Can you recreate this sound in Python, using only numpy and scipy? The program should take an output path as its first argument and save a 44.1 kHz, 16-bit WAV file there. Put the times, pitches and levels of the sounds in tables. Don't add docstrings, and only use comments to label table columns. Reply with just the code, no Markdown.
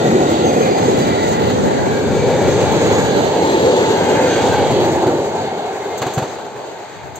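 import sys
import numpy as np
from scipy import signal
from scipy.fft import irfft, next_fast_len
from scipy.io import wavfile
from scipy.ndimage import uniform_filter1d

SR = 44100
rng = np.random.default_rng(int(sys.argv[2]) if len(sys.argv) > 2 else 0)


def transcribe(signal):
    frames = np.atleast_2d(signal).T
    limited = np.clip(frames, -1, 1)
    pcm = np.round(limited * 32767).astype(np.int16)
    wavfile.write(sys.argv[1], SR, pcm)


N = 317061
TIME_S = np.arange(N) / SR
FFT_SIZE = next_fast_len(N)
BIN_HZ = np.maximum(np.arange(FFT_SIZE // 2 + 1) * SR / FFT_SIZE, 1)

# time_s, left_lag_ms, left_minus_right_db, coherence_factor
MIC_TURN = [(0, 0.3, 3.5, 1), (.4, 0.39, 0.5, 0.97), (.95, 0.44, 1, 0.78), (1.25, 0.48, 1, 1),
            (1.8, 0.46, 1, 0.48), (2.15, -0.042, 3.5, 0.88), (3.1, 0.2, 0, 0.92), (3.25, 0.29, -2.5, 0.82),
            (3.45, -0.26, 2, 0.99), (4.1, -0.13, 2, 0.88), (4.8, 0.098, 1, 1), (5.6, 0.13, 2.5, 1),
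            (6.7, -0.072, 2, 0.84), (7.19, 0.017, 3, 0.8)]
# freq_hz, density_db
COLOUR_LOW = [(18, -63), (30, -44.5), (94, -12), (254, -7.5), (320, -6.5), (404, -2), (686, -6),
              (884, -4.5), (1000, -14), (1270, -19.5), (1570, -19), (2660, -25.5), (4050, -24.5),
              (4700, -26.5), (6110, -61), (10300, -120)]
COLOUR_HIGH = [(4750, -28), (4900, -39), (5300, -38.5), (6050, -36), (6200, -29.5), (7550, -31.5),
               (7700, -36), (8550, -41), (8620, -48), (9100, -64), (11500, -52.5), (15000, -55),
               (15150, -66), (15900, -55)]
# peak_s, rise_s, fall_s, left_db, right_db
GUSTS = [(1.5, 0.53, 0.98, -24.5, -24.5), (3.0, 0.86, 0.31, -20, -40), (4.65, 0.29, 0.5, -26, -29),
         (7.05, 0.095, .3, -38, -59)]
# start_s, thud_db, knock_db, clank_db
JOINT_BLOWS = [(0.396, -25, -24, -32), (0.777, -24, -20, -17), (0.982, -9, -19, -23),
               (1.318, -22.5, -13, -19), (1.496, -19, -16, -16.5), (2.572, -15, -22, -34.5),
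               (4.53, -27, -18, -17), (5.024, -32, -5, -32), (5.066, -13.5, -7, -16.5),
               (6.016, -20, -6.5, -11.5), (6.063, -19, -9.5, -17), (6.176, -8.5, -6, -13),
               (6.222, -17, -13, -21)]
# start_s, level_db
BRIGHT_TICKS = [(.484, -36), (.985, -26), (1.233, -32), (1.285, -25), (1.47, -29), (2.538, -33),
                (2.591, -33), (2.716, -23), (3.237, -36), (4.399, -36), (4.663, -27), (4.85, -24),
                (5.02, -28), (5.975, -19.5), (6.135, -19.5), (7.154, -24)]
# low_hz, high_hz, rise_s, t60_s
BLOW_BANDS = [(180.1, 1500, 0.0046, 0.14), (1000, 6000, 0.0035, 0.12), (6000, 8900, 0.0039, 0.11),
              (11900, 19000, 0.006, 0.063)]
# [(start_s, end_s, level_db)]
MODES = [(234.4, 120, [(.5, 1.2, -25), (.95, 1.15, -22), (1.35, 1.85, -20.5), (1.8, 2.5, -24.5)]),
         (350.8, 83, [(-.05, .28, -20.5), (.25, .55, -17), (3.38, 3.6, -18.5), (4.65, 5.31, -20)]),
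         (416, 168, [(.05, .3, -18), (.6, .98, -18.5), (.95, 1.45, -23), (1.85, 2.7, -18.5),
         (3.1, 3.55, -21), (3.5, 3.85, -16.5), (3.83, 4.2, -18.5), (4.3, 4.6, -23), (4.72, 4.92, -19)]),
         (417.5, 56, [(5.1, 5.85, -28), (5.55, 6.2, -28.5), (6.0, 6.9, -36.5)]), (464, 71, [(.38, .75, -20),
         (2.1, 2.45, -21.5), (3.55, 3.72, -20)]), (513.7, 86, [(1.99, 2.7, -22.5), (3.55, 3.88, -18),
         (4.1, 4.32, -17.5), (4.4, 4.9, -21)]), (727.5, 133, [(-.1, .95, -20.5), (5.2, 6.4, -33.5)]),
         (775, 110, [(5.25, 5.75, -27), (5.6, 6.05, -33)]), (827, 97, [(4.35, 4.68, -23.5),
         (4.75, 5.2, -26)]), (890, 63, [(1.7, 3.29, -37.5), (3.33, 3.58, -23.5), (3.68, 4.28, -23.5),
         (6.19, 7.3, -43)]), (1402, 120, [(-.3, .55, -36.5), (.83, 2.3, -41)]),
         (1552, 95, [(2.03, 2.13, -34.5), (3.95, 4.15, -36), (4.25, 4.42, -30), (4.48, 4.62, -29),
         (5.2, 6.2, -46), (6.2, 7.5, -50)]), (1616, 150, [(1.6, 2.05, -33.5), (2.12, 2.75, -37),
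         (2.95, 3.2, -33), (3.85, 4.5, -37), (4.15, 4.22, -26.5), (5.1, 6.0, -52)]),
         (1850, 36, [(2.74, 2.86, -40), (4.33, 4.45, -39)]), (1915, 120, [(-.15, 0.31, -34),
         (.4, .55, -44)]), (1984, 180, [(.2, .8, -40), (.75, 1.05, -38), (1.0, 1.55, -32.5),
         (1.65, 1.9, -36)]), (2106, 45, [(.25, .6, -41), (3.95, 4.12, -37), (4.15, 4.3, -35),
         (5.8, 6.03, -41)]), (2166, 32, [(3.36, 3.5, -41), (5.15, 5.48, -46), (5.42, 5.85, -43),
         (6.25, 7.4, -58)]), (2300, 74, [(1.8, 2.7, -39), (2.66, 2.82, -36), (2.85, 3.15, -41),
         (1.05, 1.2, -37)]), (2240, 77, [(4.3, 4.75, -38)]), (2480, 120, [(.48, .72, -36),
         (3.95, 4.45, -39), (5.0, 6.4, -56)]), (2836, 38, [(3.85, 4.25, -41), (4.28, 4.42, -38)]),
         (3190, 76, [(3.95, 4.2, -39), (4.22, 4.4, -41), (4.55, 4.8, -38)]), (3300, 67, [(3.35, 3.75, -41),
         (4.3, 4.55, -35.5), (4.5, 4.85, -42)]), (3440, 45, [(2.04, 3.0, -52), (2.88, 3.0, -40),
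         (3.7, 3.85, -41)]), (3750, 58, [(.05, 0.54, -43), (.27, 0.37, -38)]),
         (3760, 49, [(4.24, 4.5, -44)]), (3840, 64, [(3.4, 3.85, -42), (4.3, 4.7, -52)]),
         (3910, 110, [(.75, 1.35, -41.5), (4.75, 5.32, -48)]), (4090, 63, [(2.7, 3.1, -42),
         (3.0, 3.35, -40), (3.3, 3.66, -38), (4.4, 4.6, -52)]), (4640, 70, [(1.0, 1.06, -40),
         (4.22, 4.45, -43)]), (4770, 54, [(.62, .92, -41), (.95, 1.3, -49)]), (6330, 60, [(.42, .51, -34.5),
         (.55, .66, -38), (.76, .93, -38), (2.0, 3.4, -41.5), (3.81, 4.55, -47), (4.3, 4.36, -30.5)]),
         (6780, 100, [(.99, 1.05, -43), (2.6, 3.3, -38.5)])]
# low_hz, high_hz
PART_BANDS = [(40, 310), (310, 600), (600, 1000), (1000, 2600), (2600, 4800), (4800, 9100), (11600, 15850)]
# coherence, flicker_db, rattle_depth
PART_TEXTURES = [(0.99, 0.4, 0.063), (0.96, 1.1, 0.12), (0.73, 1.35, .05), (0.55, 0.97, .08),
                 (0.28, 1.12, 0.027), (0.13, 1.05, 0.12), (.05, .4, .2)]
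# steady_db, track_share, wheels_share, drift_db_per_s, left_minus_right_db
PART_LEVELS = [(-23, 1.06, 0.062, -0.7, -0.3), (-17.5, 1, 0.055, 0.07, -1.5),
               (-21.5, 0.69, 0.12, 0.8, -1.4), (-30, 0.15, 0.67, 0.65, -1.5),
               (-34.5, 0.068, 0.92, 0.87, -2.5), (-37.5, .05, 0.88, 0.5, 0), (-54, .15, 0.69, 0.44, -6.5)]
# time_s, track_db, wheels_db
PASS_LEVELS = [(0, 1.5, 4), (.7, 1, 4), (1.1, 0.5, 3.5), (1.7, 0, 0.5), (2.1, -5.5, -0.5), (2.4, 1, 2.5),
               (3.0, 3, 3.5), (3.3, 1, 1.5), (3.65, 1.5, 4), (3.9, 1.5, 2), (4.25, 1.5, 3), (4.9, -0.5, 1),
               (5.12, -1.5, -4), (5.45, -6, -7), (5.8, -11.5, -8), (6.1, -11.5, -6), (6.45, -14.5, -12.5),
               (7.19, -20, -16)]

COLOUR_HZ, COLOUR_DB = np.transpose(COLOUR_LOW[:-2] + COLOUR_HIGH)
BIN_DB = np.interp(np.log(BIN_HZ), np.log(COLOUR_HZ), COLOUR_DB)
WHEEL_MODES_ABOVE_HZ = 1000


def undb(db):
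    return 10 ** (np.asarray(db) / 20)


def curves(table):
    time_s, *columns = np.transpose(table)
    return [np.interp(TIME_S, time_s, column) for column in columns]


def unit_rms(x):
    return x / np.sqrt(np.mean(x ** 2))


def wander(rate_hz):
    hold = int(SR / rate_hz)
    steps = np.repeat(rng.standard_normal(N // hold + 1), hold)
    return unit_rms(uniform_filter1d(uniform_filter1d(steps, hold), hold)[:N])


def band_noise(low_hz, high_hz, count, edge_width=.03, tilt=0):
    above_low, above_high = (np.clip(.5 + np.log(BIN_HZ / hz) / (2 * edge_width), 0, 1)
                             for hz in (low_hz, high_hz))
    gain = undb(BIN_DB) * np.sqrt(np.clip(above_low - above_high, 0, 1)) * BIN_HZ ** tilt
    used = np.flatnonzero(gain > 1e-3 * gain.max())
    bins = np.zeros((count, len(gain)), complex)
    bins[:, used] = gain[used] * rng.standard_normal((count, len(used), 2)).view(complex)[..., 0]
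    return irfft(bins, FFT_SIZE)[:, :N]


def blend(shared, scattered, coherence):
    return np.sqrt(coherence) * shared + np.sqrt(1 - coherence) * scattered


def wind(breeze_db=-46.5, buffet_db=2.0):
    buffet = np.array([undb(buffet_db * wander(9.1)) for _ in range(2)])
    force = undb(breeze_db)
    for peak_s, rise_s, fall_s, *port_db in GUSTS:
        width_s = np.where(TIME_S < peak_s, rise_s, fall_s)
        force = force + np.exp(-((TIME_S - peak_s) / width_s) ** 2) * undb(port_db)[:, None]
    return unit_rms(band_noise(55, 150, count=2, edge_width=.27) * buffet) * force


def joint_knocks(thud_hz=130, thud_t60_s=.051, thud_lead_s=.0048, rise_s=.0029,
                 hollow_hz=762, hollow_t60_s=.08, hollow_db=-4.5,
                 tick_vs_clank_db=-7.5, body_vs_bright_tick_db=-9, snap_vs_tick_db=-2.5):
    out = np.zeros((2, N + SR))
    t = np.arange(SR // 4) / SR
    crack_s = np.maximum(t - thud_lead_s, 0)
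    noises = [unit_rms(band_noise(low, high, count=3, tilt=-.2)) for low, high, _, _ in BLOW_BANDS]
    coherences = (1, .84, .12, .1)
    thud = np.sin(2 * np.pi * thud_hz * t) * (1 - np.exp(-t / rise_s)) ** 2 * undb(-60 * t / thud_t60_s)
    thud /= np.abs(thud).max()
    hollow = np.sin(2 * np.pi * hollow_hz * crack_s) * (1 - np.exp(-crack_s / rise_s))
    hollow *= undb(hollow_db - 60 * crack_s / hollow_t60_s)
    blows = [(*row, row[-1] + tick_vs_clank_db) for row in JOINT_BLOWS]
    blows += [(start_s, -np.inf, -np.inf, db + body_vs_bright_tick_db, db)
              for start_s, db in BRIGHT_TICKS]
    for start_s, thud_db, knock_db, clank_db, tick_db in blows:
        first = int((start_s - thud_lead_s) * SR)
        blow = thud * undb(thud_db) + hollow * undb(knock_db)
        band_db = (knock_db, clank_db, tick_db, tick_db + snap_vs_tick_db)
        for noise, db, coherence, (*_, attack_s, t60_s) in zip(noises, band_db, coherences, BLOW_BANDS):
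            piece = np.take(noise, first + np.arange(len(t)), axis=1, mode="wrap")
            envelope = (1 - np.exp(-crack_s / attack_s)) * undb(db - 60 * crack_s / t60_s)
            blow = blow + .52 * envelope * blend(piece[0], piece[1:], coherence)
        out[:, first:first + len(t)] += blow
    return signal.sosfilt(signal.butter(2, 60, "high", fs=SR, output="sos"), out[:, :N])


def ring_spells(faint_count=240, mean_length_s=.3, detune=.05, faint_db=-23.5, faint_width_hz=60):
    spells = [(hz, width_hz, *spell, hz < WHEEL_MODES_ABOVE_HZ)
              for hz, width_hz, listed in MODES for spell in listed]
    wheel_hz = [hz for hz, *_ in MODES if hz > WHEEL_MODES_ABOVE_HZ]
    _, wheels_db = curves(PASS_LEVELS)
    for when, mode, offset, length in rng.random((faint_count, 4)):
        hz = wheel_hz[int(mode * len(wheel_hz))] * (1 + detune * (2 * offset - 1))
        db = faint_db + np.interp(hz, BIN_HZ, BIN_DB) + wheels_db[int(when * N)]
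        mid_s, half_s = when * TIME_S[-1], mean_length_s * (.5 + length) / 2
        spells.append((hz, faint_width_hz, mid_s - half_s, mid_s + half_s, db, True))
    return spells


def ringing_modes(lag_ms, focus, pitch_fall=.006, treble_coherence=.88, flutter_db=1.6, control_hz=500):
    out, grip = np.zeros((2, N)), wander(24)
    for hz, width_hz, start_s, end_s, db, off_axis in ring_spells():
        length_s = end_s - start_s
        steps = int(control_hz * length_s) + 2
        progress = np.linspace(0, 1, steps)
        at = np.clip(((start_s + progress * length_s) * SR).astype(int), 0, N - 1)
        pole = np.exp(-np.pi * width_hz / control_hz)
        roughness = rng.standard_normal((6, steps + control_hz // 10))
        response = unit_rms(signal.lfilter([1], [1, -2 * pole, pole ** 2], roughness)[:, -steps:])
        phasors = response[::2] + 1j * response[1::2]
        flutter = grip[(at + int(hz) * 97) % N]
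        envelope = np.sin(np.pi * progress) ** .44 * undb(db + flutter_db * flutter)
        coherence = treble_coherence + (1 - treble_coherence) * min(400 / hz, 1) ** 2
        ports = blend(phasors[0], phasors[1:], np.clip(focus[at] * coherence, 0, 1)) * envelope
        if off_axis:
            ports[0] *= np.exp(-2j * np.pi * hz * lag_ms[at] / 1000)
        span = slice(max(int(start_s * SR), 0), int(end_s * SR))
        t = TIME_S[span] - start_s
        tone = np.exp(2j * np.pi * hz * t * (1 + pitch_fall / 2 * (1 - t / length_s)))
        out[:, span] += [(np.interp(t, progress * length_s, port) * tone).real for port in ports]
    return out


def rattle(rate_hz=22, scatter_db=3.0, t60_s=.06, rise_s=.004):
    when, strength = rng.random((int(rate_hz * N / SR), 2)).T
    hits = np.zeros(N)
    hits[(when * N).astype(int)] = undb(-scatter_db * np.log(1 - strength))
    pulses = uniform_filter1d(hits, int(rise_s * SR)) * rise_s * SR
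    pole = np.exp(-np.log(1000) / (t60_s * SR))
    swells = np.log1p(signal.lfilter([1], [1, -pole], pulses))
    return unit_rms(swells - swells.mean())


def rolling_roar(lag_ms, pan_db, focus):
    track_db, wheels_db = curves(PASS_LEVELS)
    shake, out = rattle(), 0
    for (low_hz, high_hz), texture, levels in zip(PART_BANDS, PART_TEXTURES, PART_LEVELS):
        coherence, flicker_db, rattle_depth = texture
        steady_db, track_share, wheels_share, drift_db_per_s, lean_db = levels
        edges_hz = np.geomspace(low_hz, high_hz, 2 + int(np.log2(high_hz / low_hz)))
        roar = sum(band_noise(low, high, count=3, edge_width=.008) * undb(flicker_db * wander(14))
                   for low, high in zip(edges_hz, edges_hz[1:]))
        roar = unit_rms(roar * np.exp(rattle_depth * shake))
        coherence = np.clip(coherence * focus, 0, 1)
        direct = np.array([np.interp(TIME_S - lag_ms / 1000, TIME_S, roar[0]), roar[0]])
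        balance = undb(np.outer([.5, -.5], pan_db + lean_db))
        level_db = steady_db + track_share * track_db + wheels_share * wheels_db
        level_db += drift_db_per_s * (TIME_S - TIME_S[-1] / 2)
        mono_makeup = np.sqrt(2 / (1 + coherence))
        out = out + blend(direct, roar[1:], coherence) * balance * undb(level_db) * mono_makeup
    return out


def scene():
    lag_ms, pan_db, focus = curves(MIC_TURN)
    return rolling_roar(lag_ms, pan_db, focus) + ringing_modes(lag_ms, focus) + joint_knocks() + wind()


def record(dry):
    low_cut_hz, high_cut_hz = 45, 15725
    rounded = np.tanh(.8 * dry) / .86
    trimmed = signal.sosfilt(signal.butter(2, low_cut_hz, "high", fs=SR, output="sos"), rounded)
    return signal.sosfilt(signal.ellip(10, .2, 70, high_cut_hz, fs=SR, output="sos"), trimmed)


dry = scene()
out = record(dry)
transcribe(out)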